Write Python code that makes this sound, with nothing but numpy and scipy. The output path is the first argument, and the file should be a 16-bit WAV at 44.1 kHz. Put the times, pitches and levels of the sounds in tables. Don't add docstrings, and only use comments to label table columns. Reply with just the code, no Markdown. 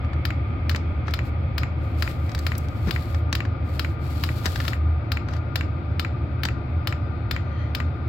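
import sys
import numpy as np
from scipy import signal
from scipy.fft import rfft, irfft
from scipy.io import wavfile
from scipy.ndimage import uniform_filter1d

SR = 44100
rng = np.random.default_rng(int(sys.argv[2]) if len(sys.argv) > 2 else 0)


def unload_wav(signal):
    wavfile.write(
        sys.argv[1],
        SR,
        np.round(np.clip(np.atleast_2d(signal).T, -1, 1) * 32767).astype(np.int16),
    )


N = 356548

# (frequency [Hz], density [dB per Hz])
CASE_COLOUR = [(200, -15.5), (600, -1.5), (1000, 5), (1700, 8), (2400, -0.5), (3800, -2), (5000, -3),
               (6000, -7.5), (7500, -16.5), (9500, -26.5), (12500, -23), (16000, -22.5)]


def gain_of(db):
    return 10 ** (np.asarray(db) / 20)


def evened(x):
    return x / np.sqrt(np.mean(x ** 2) + 1e-20)


def peaked(x):
    return x / np.sqrt(uniform_filter1d(x.mean(0) ** 2, size=88).max())


def read(points, hz):
    f, value = np.transpose(points)
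    return np.interp(np.log(hz + 1), np.log(f + 1), value)


def follow(curve):
    return np.interp(np.arange(N) / SR, *np.transpose(curve))


def ramp(share):
    return np.sin(np.pi / 2 * np.clip(share, 0, 1)) ** 2


def panned(balance_db):
    return gain_of(np.array([[.5], [-.5]]) * balance_db)


def add(mix, s, sound):
    part = mix[:, max(round(s * SR), 0):][:, :sound.shape[1]]
    part += sound[:, :part.shape[1]]


def resonant(hz, centre_hz, width_hz):
    return 1 / (1 + (2 * (hz - centre_hz) / width_hz) ** 2)


def noise(gain):
    # (frequency [Hz], likeness [0-1])
    likeness = [(80, .995), (150, .97), (280, .82), (550, .68), (1100, .1), (2200, .3), (4500, 0),
                (14000, 0)]
    hz = np.fft.rfftfreq(N, 1 / SR)
    left, other = rfft(rng.standard_normal((2, N)))
    same = np.clip(read(likeness, hz), -1, 1)
    right = same * left + np.sqrt(1 - same ** 2) * other
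    x = irfft(np.array([left, right]) * gain(hz), N)
    return x / x.mean(0).std()


def coloured(x, points, size=4096):
    log_gain = np.log(gain_of(read(points, abs(np.fft.fftfreq(size, 1 / SR)))))
    response = np.exp(np.conj(signal.hilbert(log_gain)))
    taps = np.fft.ifft(response).real[:size // 2]
    return signal.fftconvolve(x, taps[None], axes=1)[:, :x.shape[1]]


def struck(colour, modes, clatter_t60, direct_db, scatter_db, scatter_t60, ring_db, balance_db, edge_db,
           echo_db, size=4096):
    board_echo_s = 0.00278
    t = np.arange(size) / SR
    impact = evened(signal.unit_impulse(size, 22) * np.ones((2, 1)))
    impact = coloured(impact, [(2500, 0), (4800, edge_db / 3), (6200, edge_db)])
    impact = impact + gain_of(echo_db) * np.roll(impact, round(board_echo_s * SR), axis=1)
    clatter, scatter = rng.standard_normal((2, 2, size))
    clatter = evened(clatter * gain_of(-60 * t / clatter_t60) * (1 - np.exp(-t / 0.0002)))
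    scatter = evened(scatter * gain_of(-60 * t / scatter_t60) * (1 - np.exp(-t / 0.0016)))
    contact = (gain_of(direct_db) * impact + clatter) * panned(balance_db)
    crack = coloured(contact + gain_of(scatter_db) * scatter * panned(5.8), colour)
    ring = np.zeros((2, size))
    for hz, db, t60, pan_db in modes:
        tone = np.sin(2 * np.pi * (hz * t + rng.random((2, 1))))
        ring += panned(pan_db) * gain_of(db - 60 * t / t60) * tone
    return evened(crack) + gain_of(ring_db) * evened(ring * (1 - np.exp(-t / 0.0027)))


def slips(size, grain_db):
    return rng.standard_normal((2, size)) * gain_of(grain_db * np.minimum(rng.exponential(1, size), 6))


def fluttering(spectrum, steadiness, size):
    x = noise(lambda hz: gain_of(read(spectrum, hz)) / (1 + (hz / 300) ** 4))
    power = uniform_filter1d(x.mean(0) ** 2, size=size)
    return evened(x / power ** (np.clip(steadiness, 0, 1) / 2))


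def burner():
    # (frequency [Hz], density [dB per Hz])
    boom_colour = [(20, -44.5), (44, -39.5), (54, -20), (66, -17), (74, -4.5), (79, -0.5), (86, -9.5),
                   (96, -22.5), (120, -37), (200, -76.5)]
    rumble_colour = [(60, -54.5), (85, -5.5), (98, -3), (110, 0), (134, -6), (160, -13), (220, -35.5)]
    # (time of the top [s], length [s], level [dB])
    flares = [(0.68, 0.4, -22.5), (1.11, 0.26, -23.5), (2.0, 0.26, -23), (2.46, 0.2, -23),
              (3.2, 0.26, -23.5), (4.89, 0.32, -19), (5.37, 0.3, -24.5), (6.74, 0.24, -23),
              (7.88, 0.28, -23.5)]
    boom_db, ease_db_per_s, rumble_db = -26, -0.3853, -29.5
    pipe_hz, pipe_spread = 79.2, 0.03
    t = np.arange(N) / SR
    boom = fluttering(boom_colour, steadiness=0.89, size=7000) * gain_of(boom_db + ease_db_per_s * t)
    for (s, length_s, db), (detune, phase) in zip(flares, rng.uniform(-1.01, 1, (len(flares), 2))):
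        lock = ramp(1 - 2 * abs(t - s) / length_s)
        note_hz = pipe_hz * (1 + pipe_spread * detune)
        note = evened(np.sin(2 * np.pi * (note_hz * (t - s) + phase)))
        boom = boom * np.sqrt(1 - lock ** 2) + gain_of(db) * lock * note
    room_mode = gain_of(-51.5) * noise(lambda hz: resonant(hz, centre_hz=35.7, width_hz=7))
    rumble = gain_of(rumble_db) * fluttering(rumble_colour, steadiness=0.72, size=12000)
    return boom + room_mode + rumble


def stroke_times():
    first_stroke_s, dose_up_s = 0.2522, 4.68
    slow_period_s, fast_period_s = 0.44277, 0.43848
    before = np.arange(first_stroke_s, dose_up_s - slow_period_s / 2, slow_period_s)
    after = np.arange(dose_up_s, N / SR, fast_period_s)
    return np.concatenate([before, after])


def pump():
    # (frequency [Hz], density [dB per Hz])
    slam_colour = [(400, -8), (800, -2.5), (1600, -1.5), (2600, -0.5), (3800, -0.5), (4900, -1),
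                   (5700, -13.5), (7500, -14.5), (9000, -22), (12400, -10.5), (14000, -14), (16000, -14)]
    knock_colour = [(400, -11.5), (900, -2), (1700, 7), (2500, 10), (3300, -13), (4400, -12.5), (6000, -23),
                    (7400, -19.5), (9000, -42), (13000, -30), (16000, -34.5)]
    # (frequency [Hz], level [dB], t60 [s], left-right [dB])
    pump_modes = [(760, -9, .025, 2), (1040, -7, .025, 3), (1350, 1, .028, 8), (1600, -8, .022, 9),
                  (1800, -6, .02, 9), (2200, -2, .02, 2), (2420, -4, .02, 6), (2700, -6, .018, 2),
                  (2990, -4.5, .022, 5), (3570, 2, .022, 3), (4050, -2, .02, -4), (4350, -4, .02, -3),
                  (4700, -1, .022, 0), (5000, -5, .02, 7), (6020, -14, .022, 10), (7300, -18, .02, 10),
                  (12400, -11, .012, 8)]
    dull_modes = [(hz, db + read(knock_colour, hz), t60, pan_db) for hz, db, t60, pan_db in pump_modes]
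    slam_db, knock_db, spread_db = -21, -27, 0.23
    rise_db_per_s = 0.12
    return_s, change_db = .0523, -5

    def slam():
        return peaked(struck(slam_colour, pump_modes, clatter_t60=.007, direct_db=2, scatter_db=6,
                             scatter_t60=.026, ring_db=-4, balance_db=9, edge_db=-8, echo_db=-12))

    def knock():
        return peaked(struck(knock_colour, dull_modes, clatter_t60=0.0097, direct_db=8.0, scatter_db=14.0,
                             scatter_t60=0.013, ring_db=-7.0, balance_db=8.5, edge_db=0.5, echo_db=-15))

    out, usual_slam, usual_knock = np.zeros((2, N)), slam(), knock()
    for s in stroke_times():
        db = rise_db_per_s * s + spread_db * rng.standard_normal()
        stroke = peaked(usual_slam + gain_of(change_db) * slam())
        rebound = peaked(usual_knock + gain_of(change_db) * knock())
        add(out, s, gain_of(slam_db + db) * stroke)
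        add(out, s + return_s, gain_of(knock_db + db) * rebound)
    return out


def panel():
    # (time [s], level before click_trim_db [dB], treble before scaling [dB])
    clicks = [(0.0458, -36, -33), (0.1322, -32.5, -30), (0.713, -28, -17), (0.7601, -23, -15),
              (1.0812, -23.5, -35), (1.1086, -38, -2), (2.293, -31.5, -18), (2.3168, -32, -17),
              (2.3485, -22.5, -9), (2.3787, -33, -25), (2.39, -30, 6), (2.5524, -30, -20),
              (2.5806, -26.5, 53), (2.685, -39.5, -8), (3.146, -27.5, -23), (3.3273, -15, -15),
              (3.4518, -26, -35), (4.4566, -16, -7), (4.4617, -18, -12.5), (4.558, -21, -20),
              (4.6021, -20.5, -26), (4.651, -27, -34), (5.2862, -27.5, -29), (5.336, -32, -27),
              (5.365, -34, -19), (6.4521, -17, -15)]
    # (frequency [Hz], level [dB], t60 [s], left-right [dB])
    case_modes = [(860, -7, 0.017, -17), (1288, 0, .04, 9.5), (1773, 6, 0.038, 0.5), (2670, -23, 0.027, 7),
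                  (3900, -2, 0.052, -5.5), (4630, 0.5, 0.04, -6.5), (5920, -17.5, 0.022, 0),
                  (7700, -12, 0.032, 15.5)]
    # (time [s], level before bump_trim_db [dB])
    bumps = [(0.748, -28), (1.082, -31), (2.872, -18.5), (2.892, -20), (3.328, -25), (3.451, -28),
             (4.458, -25), (6.454, -23.5)]
    click_trim_db, bump_trim_db = -4, -3
    usual_treble_db, bright_share = -21, 0.89
    out = np.zeros((2, N))
    for s, db, treble_db in clicks:
        click = struck(CASE_COLOUR, case_modes, clatter_t60=0.0066, direct_db=5.0, scatter_db=8.5,
                       scatter_t60=0.018, ring_db=-8.5, balance_db=3, edge_db=-0.5, echo_db=-17.5)
        click = coloured(click, [(1300, 0.017), (10000, bright_share * (treble_db - usual_treble_db))])
        add(out, s, gain_of(db + click_trim_db) * peaked(click))
    t = np.arange(4096) / SR
    bump_colour = [(60, -15), (170, 10.5), (300, 2.5), (700, -21.5), (2500, -37.5), (8000, -58.5)]
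    for s, db in bumps:
        push = rng.standard_normal(len(t)) * gain_of(-60 * t / 0.047) * panned(1.5)
        add(out, s, gain_of(db + bump_trim_db) * peaked(coloured(push, bump_colour)))
    return out


def fingers():
    # (time [s], length [s], level before panning and fades [dB])
    scuffs = [(1.051, 0.085, -46.5), (2.864, 0.046, -38.5), (4.439, 0.05, -35), (4.548, 0.17, -49),
              (5.265, 0.14, -48.5)]
    # (time [s], level [dB])
    creep = [(7.28, -85), (7.35, -46), (7.45, -59.5), (7.62, -48), (7.72, -61), (7.78, -83)]
    # (frequency [Hz], width [Hz], level [dB])
    squeak_bands = [(1930, 270, 3.5), (3180, 250, -5.5), (4260, 510, -12), (6100, 290, -19.5)]

    def squeak_gain(hz):
        return panned(3) * sum(gain_of(db) * resonant(hz, centre, width) for centre, width, db in squeak_bands)

    out = noise(squeak_gain) * gain_of(follow(creep))
    for s, length_s, db in scuffs:
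        size = round(length_s * SR)
        grit = coloured(slips(size, grain_db=4), CASE_COLOUR)
        grit = coloured(grit, [(1200, -1), (8000, -5)])
        add(out, s, gain_of(db) * evened(grit) * panned(13.0) * np.sqrt(np.hanning(size)))
    return out


def arm_movement():
    # (time [s], length [s], level before fades and sleeve gain [dB])
    brushes = [(1.212, 0.11, -52), (1.75, 0.28, -68.5), (1.929, 0.26, -54.5), (2.092, 0.71, -62),
               (2.72, 0.52, -55.5), (3.61, 0.38, -59.5), (3.97, 0.47, -53.5), (4.319, 0.48, -49)]
    rise_s, fall_s, ends_db, resting_db = 0.085, 0.092, -12, -83.5
    t = np.arange(N) / SR
    out = gain_of(resting_db)
    for s, length_s, db in brushes:
        off_middle = 2 * (t - s) / length_s - 1
        speed = gain_of(db + ends_db * off_middle ** 2)
        out = out + speed * ramp((t - s) / rise_s) * ramp((s + length_s - t) / fall_s)
    return out


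def sleeve():
    # (frequency [Hz], density [dB per Hz])
    cloth_colour = [(600, -5), (1500, 3), (2500, 3.5), (4500, 6.5), (6000, -5), (7600, -2), (9400, -10.5),
                    (12500, -1), (16000, -7)]
    level_db, flutter_db, catch_db = 7.0, 1.7, -0.5
    fizz = evened(coloured(slips(N, grain_db=3.5), cloth_colour))
    flutter = evened(uniform_filter1d(rng.standard_normal(N), size=1500))
    catch = evened(uniform_filter1d(rng.standard_normal(N), size=150))
    unevenness = gain_of(level_db + flutter_db * flutter + catch_db * catch)
    return fizz * panned(6.0) * arm_movement() * unevenness


def blower():
    # (frequency [Hz], density [dB per Hz])
    air_colour = [(90, -3.5), (170, -5), (255, 1), (345, -1), (380, -10), (470, -10.5), (600, -12),
                  (760, -11), (1060, -18), (1500, -22), (1680, -24.5), (2000, -24), (2500, -24),
                  (2800, -33.5), (4700, -37), (6200, -61.5)]
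    # (frequency [Hz], left-right [dB])
    air_balance = [(100, 4), (170, 10.5), (260, 3.5), (330, 0.5), (450, 4), (1400, 0), (2200, 14),
                   (4300, -3.5), (6500, 13)]
    # (frequency [Hz], width [Hz], level [dB], left-right [dB], start-to-end drift [dB])
    whine_bands = [(538, 24, -55, 8, -6), (598.6, 40, -54, 0.5, -0.5), (720, 35, -56.5, 5, 2.5),
                   (1210.5, 53, -49.5, 8, -0.5), (1260, 76, -55.5, 8.5, -4), (1406, 59, -54.5, 23, 6),
                   (1533, 60, -61, 16.5, 5), (2245, 450, -61, -22.5, -18), (3270, 510, -68.5, -14.5, -11.5),
                   (3650, 440, -72, 11.5, 9.5), (4280, 15, -78, -11.5, 6), (4930, 12, -79.5, 2, 1)]

    def air_gain(hz):
        band_edges = hz / (hz + 60) / (1 + (hz / 8000) ** 8)
        return gain_of(read(air_colour, hz)) * panned(read(air_balance, hz)) * band_edges

    out = gain_of(-37.5) * noise(air_gain)
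    place = np.linspace(-.5, .5, N)
    for centre, width, db, pan_db, drift_db in whine_bands:
        whine = noise(lambda hz: panned(pan_db) * resonant(hz, centre, width))
        out += gain_of(db + drift_db * place) * whine
    return out


def room(x, size=22050):
    # (frequency [Hz], t60 [s])
    room_t60 = [(200, 0.1), (1500, 0.17), (4500, 0.31), (8000, 0.21), (15000, 0.19)]
    out = np.zeros((2, N))
    for sway in (np.cos, np.sin):
        hz, t, z = signal.stft(rng.standard_normal((2, size)), SR, nperseg=256)
        decay = gain_of(-60 * t / read(room_t60, hz)[:, None]) * (1 - np.exp(-t / 0.0011))
        tail = signal.istft(z * decay, SR, nperseg=256)[1]
        tail = coloured(tail, [(1000, 5.5), (3000, -1.5), (4500, 0), (7500, 4.5), (12000, -2)])
        tail = tail / np.linalg.norm(tail[0])
        out += signal.fftconvolve(x * sway(np.arange(N) / SR), tail, axes=1)[:, :N]
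    return out


def scene():
    ticks, clicks = pump(), panel()
    echoes = room(gain_of(-10.5) * ticks + gain_of(-15) * clicks)
    return burner() + ticks + clicks + fingers() + sleeve() + blower() + echoes


def record(dry):
    edge_hz = 16200
    lowpass = signal.firwin(255, edge_hz, window=("kaiser", 9), fs=SR)
    return signal.oaconvolve(dry, lowpass[None], "same")


dry = scene()
out = record(dry)
unload_wav(out)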